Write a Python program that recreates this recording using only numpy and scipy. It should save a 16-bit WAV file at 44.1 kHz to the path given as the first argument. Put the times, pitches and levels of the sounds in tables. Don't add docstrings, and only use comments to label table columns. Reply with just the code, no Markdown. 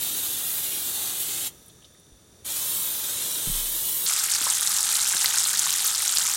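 import sys
import numpy as np
from scipy import signal
from scipy.fft import rfft, irfft, next_fast_len
from scipy.io import wavfile
from scipy.ndimage import map_coordinates

SR = 44100
rng = np.random.default_rng(int(sys.argv[2]) if len(sys.argv) > 2 else 0)


def inscribe(sig):
    pcm = np.round(np.clip(np.atleast_2d(sig).T, -1, 1) * 32767)
    wavfile.write(sys.argv[1], SR, pcm.astype(np.int16))


N = 280476
FRY_START_S = 4.06
TOP_HZ = 15850


def spray():
    # (opens [s], shuts [s], pan echo delay [ms], its swing [ms], hand circles [1/s]); the
    # second is still spraying when the scene changes at 4.06 s
    presses = [(-0.02, 1.473, 2.07, 0.057, 0.955), (2.446, 4.06, 1.89, 0.13, 1.75)]
    # (frequency [Hz], density [dB])
    spectra = [
        [(35, -54), (60, -34.5), (87, -12), (206, -14), (299, -8.5), (588, -15.5), (834, -10.5), (1010, -16.5),
         (1210, -12), (2320, -14), (3620, -3), (5010, -11), (7990, -3), (12400, -0.5), (15700, -2.5)],
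        [(35, -53), (60, -20), (142, -10.5), (243, -14.5), (306, -11), (661, -12), (725, -20), (854, -11),
         (2740, -13.5), (3000, -5.5), (3790, -3), (4790, -10.5), (8770, 0), (14000, 5.5), (15700, 2)],
    ]
    # (time [s], body level [dB], top octave level [dB])
    levels = [
        [(0.02, -30.5, -27.5), (0.38, -32.5, -29.5), (0.504, -32.5, -26.5), (0.998, -32.5, -30.5),
         (1.102, -30.5, -30.5), (1.154, -33, -32), (1.21, -32, -27), (1.286, -32, -31.5), (1.46, -30.5, -30)],
        [(2.48, -31.5, -36), (2.544, -31, -31), (2.766, -30.5, -26.5), (2.948, -31.5, -29), (3.188, -30.5, -34),
         (3.604, -30, -29.5), (3.634, -32, -29), (3.93, -31, -26), (4.04, -31.5, -26.5)],
    ]
    open_s, shut_s, dribble_s = 0.013, 0.012, 0.17
    first_flow, dribble_db = 0.22, -25
    approach_ms_per_s = 0.14
    t, out = np.arange(N) / SR, np.zeros(N)
    for (opens, shuts, delay_ms, swing_ms, circle_hz), level, spectrum in zip(presses, levels, spectra):
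        held, released = np.maximum(t - opens, 0), np.maximum(t - shuts, 0)
        opening = 1 - (1 - first_flow) * np.exp(-held / open_s)
        closing = np.maximum(np.exp(-released / shut_s), amp(dribble_db) * np.exp(-released / dribble_s))
        valve = opening * closing * (t > opens) * (t < FRY_START_S)
        body_db, top_db = curves(level)
        body, top = split(coloured(rng.standard_normal(N), spectrum), edge_hz=9880)
        sputter = amp(0.54 * wobble(45) + 0.66 * wobble(400))
        jet = valve * sputter * (amp(body_db) * unit(body) + amp(top_db - 0.24) * unit(top))
        beam = jet_lobes(jet, depth_db=1.0)
        circling_ms = swing_ms * np.cos(2 * np.pi * circle_hz * held)
        approach_ms = approach_ms_per_s * (t - (opens + shuts) / 2)
        out += pan_echoes(beam, delay_ms + circling_ms - approach_ms)
    return amp(-1.94) * out


def jet_lobes(jet, depth_db):
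    bands = signal.stft(jet, nperseg=512)[2]
    patch = np.outer(np.hanning(8), np.hanning(40))
    swell = signal.fftconvolve(rng.standard_normal(bands.shape), patch, "same")
    return signal.istft(bands * amp(depth_db * unit(swell)), nperseg=512)[1][:N]


def pan_echoes(jet, delay_ms, far_count=5, far_gain=0.19, sway_ms=0.079):
    surfaces = [(.57, 0.09), (1.001, 0.26), (1.21, 0.31), (1.62, 0.24), (2.3, 0.11)]
    short_waves = split(jet, edge_hz=1860)[1]
    echo = lambda ms: map_coordinates(short_waves, [np.arange(N) - ms * SR / 1000])
    near = sum(gain * echo(path * delay_ms + 0.033 * wobble(3.96)) for path, gain in surfaces)
    far_ms = rng.uniform(2.5, 7, far_count)
    far = sum((-1) ** k * echo(ms + sway_ms * wobble(2.7)) for k, ms in enumerate(far_ms))
    return jet + near + far_gain * far


def sizzle(count=8500, spread_db=6.0, mean_cycles=1.8, fizz_db=-7.0):
    # (frequency [Hz], density [dB])
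    fat = [(200, -36), (450, -19), (660, -22), (820, -8.5), (1030, -11.5), (1300, -5), (1750, -8.5),
           (2500, -10), (3700, -3.5), (4700, -5), (7300, -1), (8600, -1.5), (12600, -11.5), (15700, -17)]
    when, pitch, length = rng.random((count, 3)).T
    frying = np.arange(N) / SR > FRY_START_S
    activity = np.cumsum(amp(2.4 * wobble(130)) * frying)
    onsets = np.searchsorted(activity, when * activity[-1]) / SR
    hz = 600 + pitch ** 1.4 * (TOP_HZ - 600)
    size = hz ** 0.94 * amp(spread_db * np.minimum(rng.standard_normal(count), 2.1))
    bursts = bubbles(onsets, size, hz, mean_cycles * (0.5 + length))
    crackle = coloured(bursts, fat) * np.sqrt(frying.mean())
    fizz = amp(fizz_db) * frying * coloured(rng.standard_normal(N), fat)
    surge = wobble(5)
    dull, bright = split(crackle + fizz, edge_hz=5200)
    return amp(-25) * (amp(0.26 * surge) * bright + amp(0.73 * surge) * dull)


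def pops():
    # (time [s], peak [dB], pitch [Hz])
    loudest = [(4.239, -4, 10700), (4.502, 0, 8400), (4.508, -6, 8100), (4.61, -2.5, 10000),
               (4.674, -1.5, 7300), (4.83, -1.5, 8600), (5.259, -2, 4540), (5.385, -3, 6700),
               (5.594, 1, 6960), (6.079, -2, 6700), (6.172, -2, 4700), (6.185, -1, 7100)]
    lesser = scattered(count=18, mean_db=-8, spread_db=0, centre_hz=8300, log_spread=0.25)
    onsets, db, hz = np.vstack([loudest, lesser]).T
    return bubbles(onsets, amp(db - 0.5), hz, cycles=1.6)


def bubbles(onsets, size, hz, cycles):
    t = np.arange(160) / SR
    age = 2 * t * (hz / cycles)[:, None]
    rings = size[:, None] * age * np.exp(1 - age) * np.sin(2 * np.pi * hz[:, None] * t)
    at = (onsets * SR).astype(int)[:, None] + np.arange(len(t))
    return np.bincount(at.ravel(), rings.ravel(), N)[:N]


def spits(crack_t60=0.014, thud_t60=0.024):
    # (time [s], crack level [dB], thud level [dB])
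    hits = [(4.414, -20, -30), (5.148, -17, -27.5), (5.2434, -5.5, -29.5), (5.727, -14, -60),
            (5.847, -8.5, -60), (6.184, -15.5, -36), (6.242, -24, -60)]
    # (frequency [Hz], density [dB])
    crack_tone = [(600, -19), (1300, 7), (3000, -15), (7000, -19), (12000, 8), (16000, 6)]
    # (frequency [Hz], density [dB])
    thud_tone = [(40, -23), (130, 0.5), (350, -6), (700, -2), (2000, -22), (8000, -60)]
    out, t = np.zeros(N), np.arange(SR // 8) / SR
    attack = 1 - np.exp(-t / 0.001)
    for onset, crack_db, thud_db in hits:
        crack = amp(crack_db - 60 * t / crack_t60) * coloured(rng.standard_normal(len(t)), crack_tone)
        thud = amp(thud_db - 60 * t / thud_t60) * coloured(rng.standard_normal(len(t)), thud_tone)
        add(out, onset, (crack + thud) * attack)
    return out


def plops(centre_hz=2300, db_per_octave=4):
    # (time [s], level [dB], pitch [Hz])
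    loudest = [(4.062, -19, 4160), (4.335, -16, 5500), (4.467, -23, 970), (5.135, -24, 1840),
               (5.245, -24, 2300), (5.452, -19.5, 3850), (5.666, -23.5, 1160), (5.692, -20, 3600),
               (5.948, -18, 5000)]
    chance = scattered(count=13, mean_db=-28.5, spread_db=2, centre_hz=centre_hz, log_spread=0.95)
    lesser = [(onset, db + db_per_octave * np.log2(hz / centre_hz), hz) for onset, db, hz in chance]
    return puffs(list(loudest) + lesser, breadth=0.47, t60=0.042)


def mount_bumps():
    # (time [s], level [dB], pitch [Hz], t60 [s])
    bumps = [(2.122, -47, 52, .2), (2.327, -47, 85, 0.063), (3.473, -23.5, 157, 0.038),
             (3.477, -28.5, 30, 0.28), (3.497, -25, 166, 0.048), (3.514, -28.5, 28.4, 0.75)]
    out, t = np.zeros(N), np.arange(SR) / SR
    for onset, db, hz, t60 in bumps:
        add(out, onset, amp(db - 60 * t / t60) * np.sin(2 * np.pi * hz * t))
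    return out


def whistle(peak_s=0.7, fade_s=0.13, level_db=-49, pitch_hz=2195, rise_hz_per_s=410):
    t = np.arange(N) / SR - peak_s
    hz = pitch_hz + rise_hz_per_s * t + 25 * wobble(124)
    envelope = amp(level_db + 3 * wobble(41)) * np.exp(-(t / fade_s) ** 2)
    return envelope * np.sin(2 * np.pi * np.cumsum(hz) / SR)


def can_ticks():
    # (time [s], level [dB], pitch [Hz])
    ticks = [(1.622, -53, 13000), (1.66, -48, 11500), (1.681, -46, 9500), (1.697, -50, 3700),
             (1.823, -53, 3100), (1.844, -45, 3500), (1.848, -50, 5600), (1.935, -57, 14500),
             (1.948, -58, 1900), (1.997, -52, 10200)]
    return puffs(ticks, breadth=0.33, t60=0.055)


def burner():
    # (time [s], gas hiss [dB], flame [dB])
    levels = [(1.55, -55.5, -54.5), (2.004, -57, -58.5), (2.162, -59.5, -57.5), (2.42, -57.5, -55)]
    # (centre [Hz], width [Hz], gain [dB])
    modes = [(1247, 62, -3), (1700, 170, -7), (3620, 190, 1), (4520, 130, -5.5), (5830, 270, 1),
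             (7040, 170, -4), (7600, 140, -8), (8940, 190, -3), (9830, 150, 0.5), (10700, 350, -17)]
    # (frequency [Hz], density [dB])
    flame_tone = [(25, -14), (60, 0.5), (180, 0), (260, -6.5), (400, -4), (620, -10.5), (900, -17),
                  (2500, -23.5), (8000, -19.5), (12000, -23), (15500, -30)]
    hiss_db, flame_db = curves(levels)
    ports = lambda f: sum((-1) ** k * amp(db) * resonance(f, hz, width)
                          for k, (hz, width, db) in enumerate(modes))
    hiss = amp(hiss_db - 2) * unit(filtered(rng.standard_normal(N), ports))
    return hiss + amp(flame_db) * coloured(rng.standard_normal(N), flame_tone)


def kitchen(send):
    # (frequency [Hz], t60 [s])
    decay = [(200, 0.52), (2000, 0.26), (12000, 0.065)]
    hz, t, bands = signal.stft(rng.standard_normal(SR // 2), SR, nperseg=256)
    tail = signal.istft(bands * amp(-60 * t / along(decay, hz)[:, None]), SR, nperseg=256)[1]
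    predelayed = np.pad(send, (150, 0))
    return signal.fftconvolve(predelayed, tail / np.linalg.norm(tail))[:N]


def puffs(rows, breadth, t60):
    out, t = np.zeros(N), np.arange(SR // 8) / SR
    attack = 1 - np.exp(-t / 0.0007)
    for onset, db, hz in rows:
        ring = unit(filtered(rng.standard_normal(len(t)), lambda f: resonance(f, hz, breadth * hz) ** 2))
        add(out, onset, amp(db - 60 * t / t60) * ring * attack)
    return out


def scattered(count, mean_db, spread_db, centre_hz, log_spread):
    share = (np.arange(count) + rng.random(count)) / count
    onsets = FRY_START_S + share * (N / SR - FRY_START_S)
    soft, high = rng.standard_normal((count, 2)).T
    return np.column_stack([onsets, mean_db - spread_db * soft, centre_hz * np.exp(log_spread * high)])


def amp(db):
    return 10 ** (np.asarray(db) / 20)


def unit(x):
    return x / np.sqrt(np.mean(x ** 2) + 1e-20)


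def along(points, hz):
    knots_hz, values = np.transpose(points)
    return np.interp(np.log(hz + 1), np.log(knots_hz + 1), values)


def curves(rows):
    times, *columns = np.transpose(rows)
    return [np.interp(np.arange(N) / SR, times, column) for column in columns]


def wobble(rate):
    return map_coordinates(rng.standard_normal(int(N * rate / SR) + 4), [np.arange(N) * rate / SR])


def filtered(x, response):
    size = next_fast_len(len(x) + 8192)
    return irfft(rfft(x, size) * response(np.fft.rfftfreq(size, 1 / SR)), size)[:len(x)]


def coloured(x, spectrum):
    return unit(filtered(x, lambda hz: amp(along(spectrum, hz))))


def resonance(f, centre, width):
    return 1j * f * width / (centre ** 2 - f ** 2 + 1j * f * width)


def split(x, edge_hz):
    low = filtered(x, lambda hz: 1 / (1 + (hz / edge_hz) ** 8))
    return low, x - low


def add(track, onset_s, sound):
    part = track[round(onset_s * SR):][:len(sound)]
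    part += sound[:len(part)]


def scene():
    can = spray() + whistle() + can_ticks()
    bacon = pops() + plops() + sizzle() + spits()
    room = kitchen(amp(-16) * can + amp(-15) * bacon)
    return np.tile(can + bacon + room + burner() + mount_bumps(), (2, 1))


def record(dry):
    return np.array([filtered(side, lambda hz: hz < TOP_HZ) for side in dry])


dry = scene()
out = record(dry)
inscribe(out)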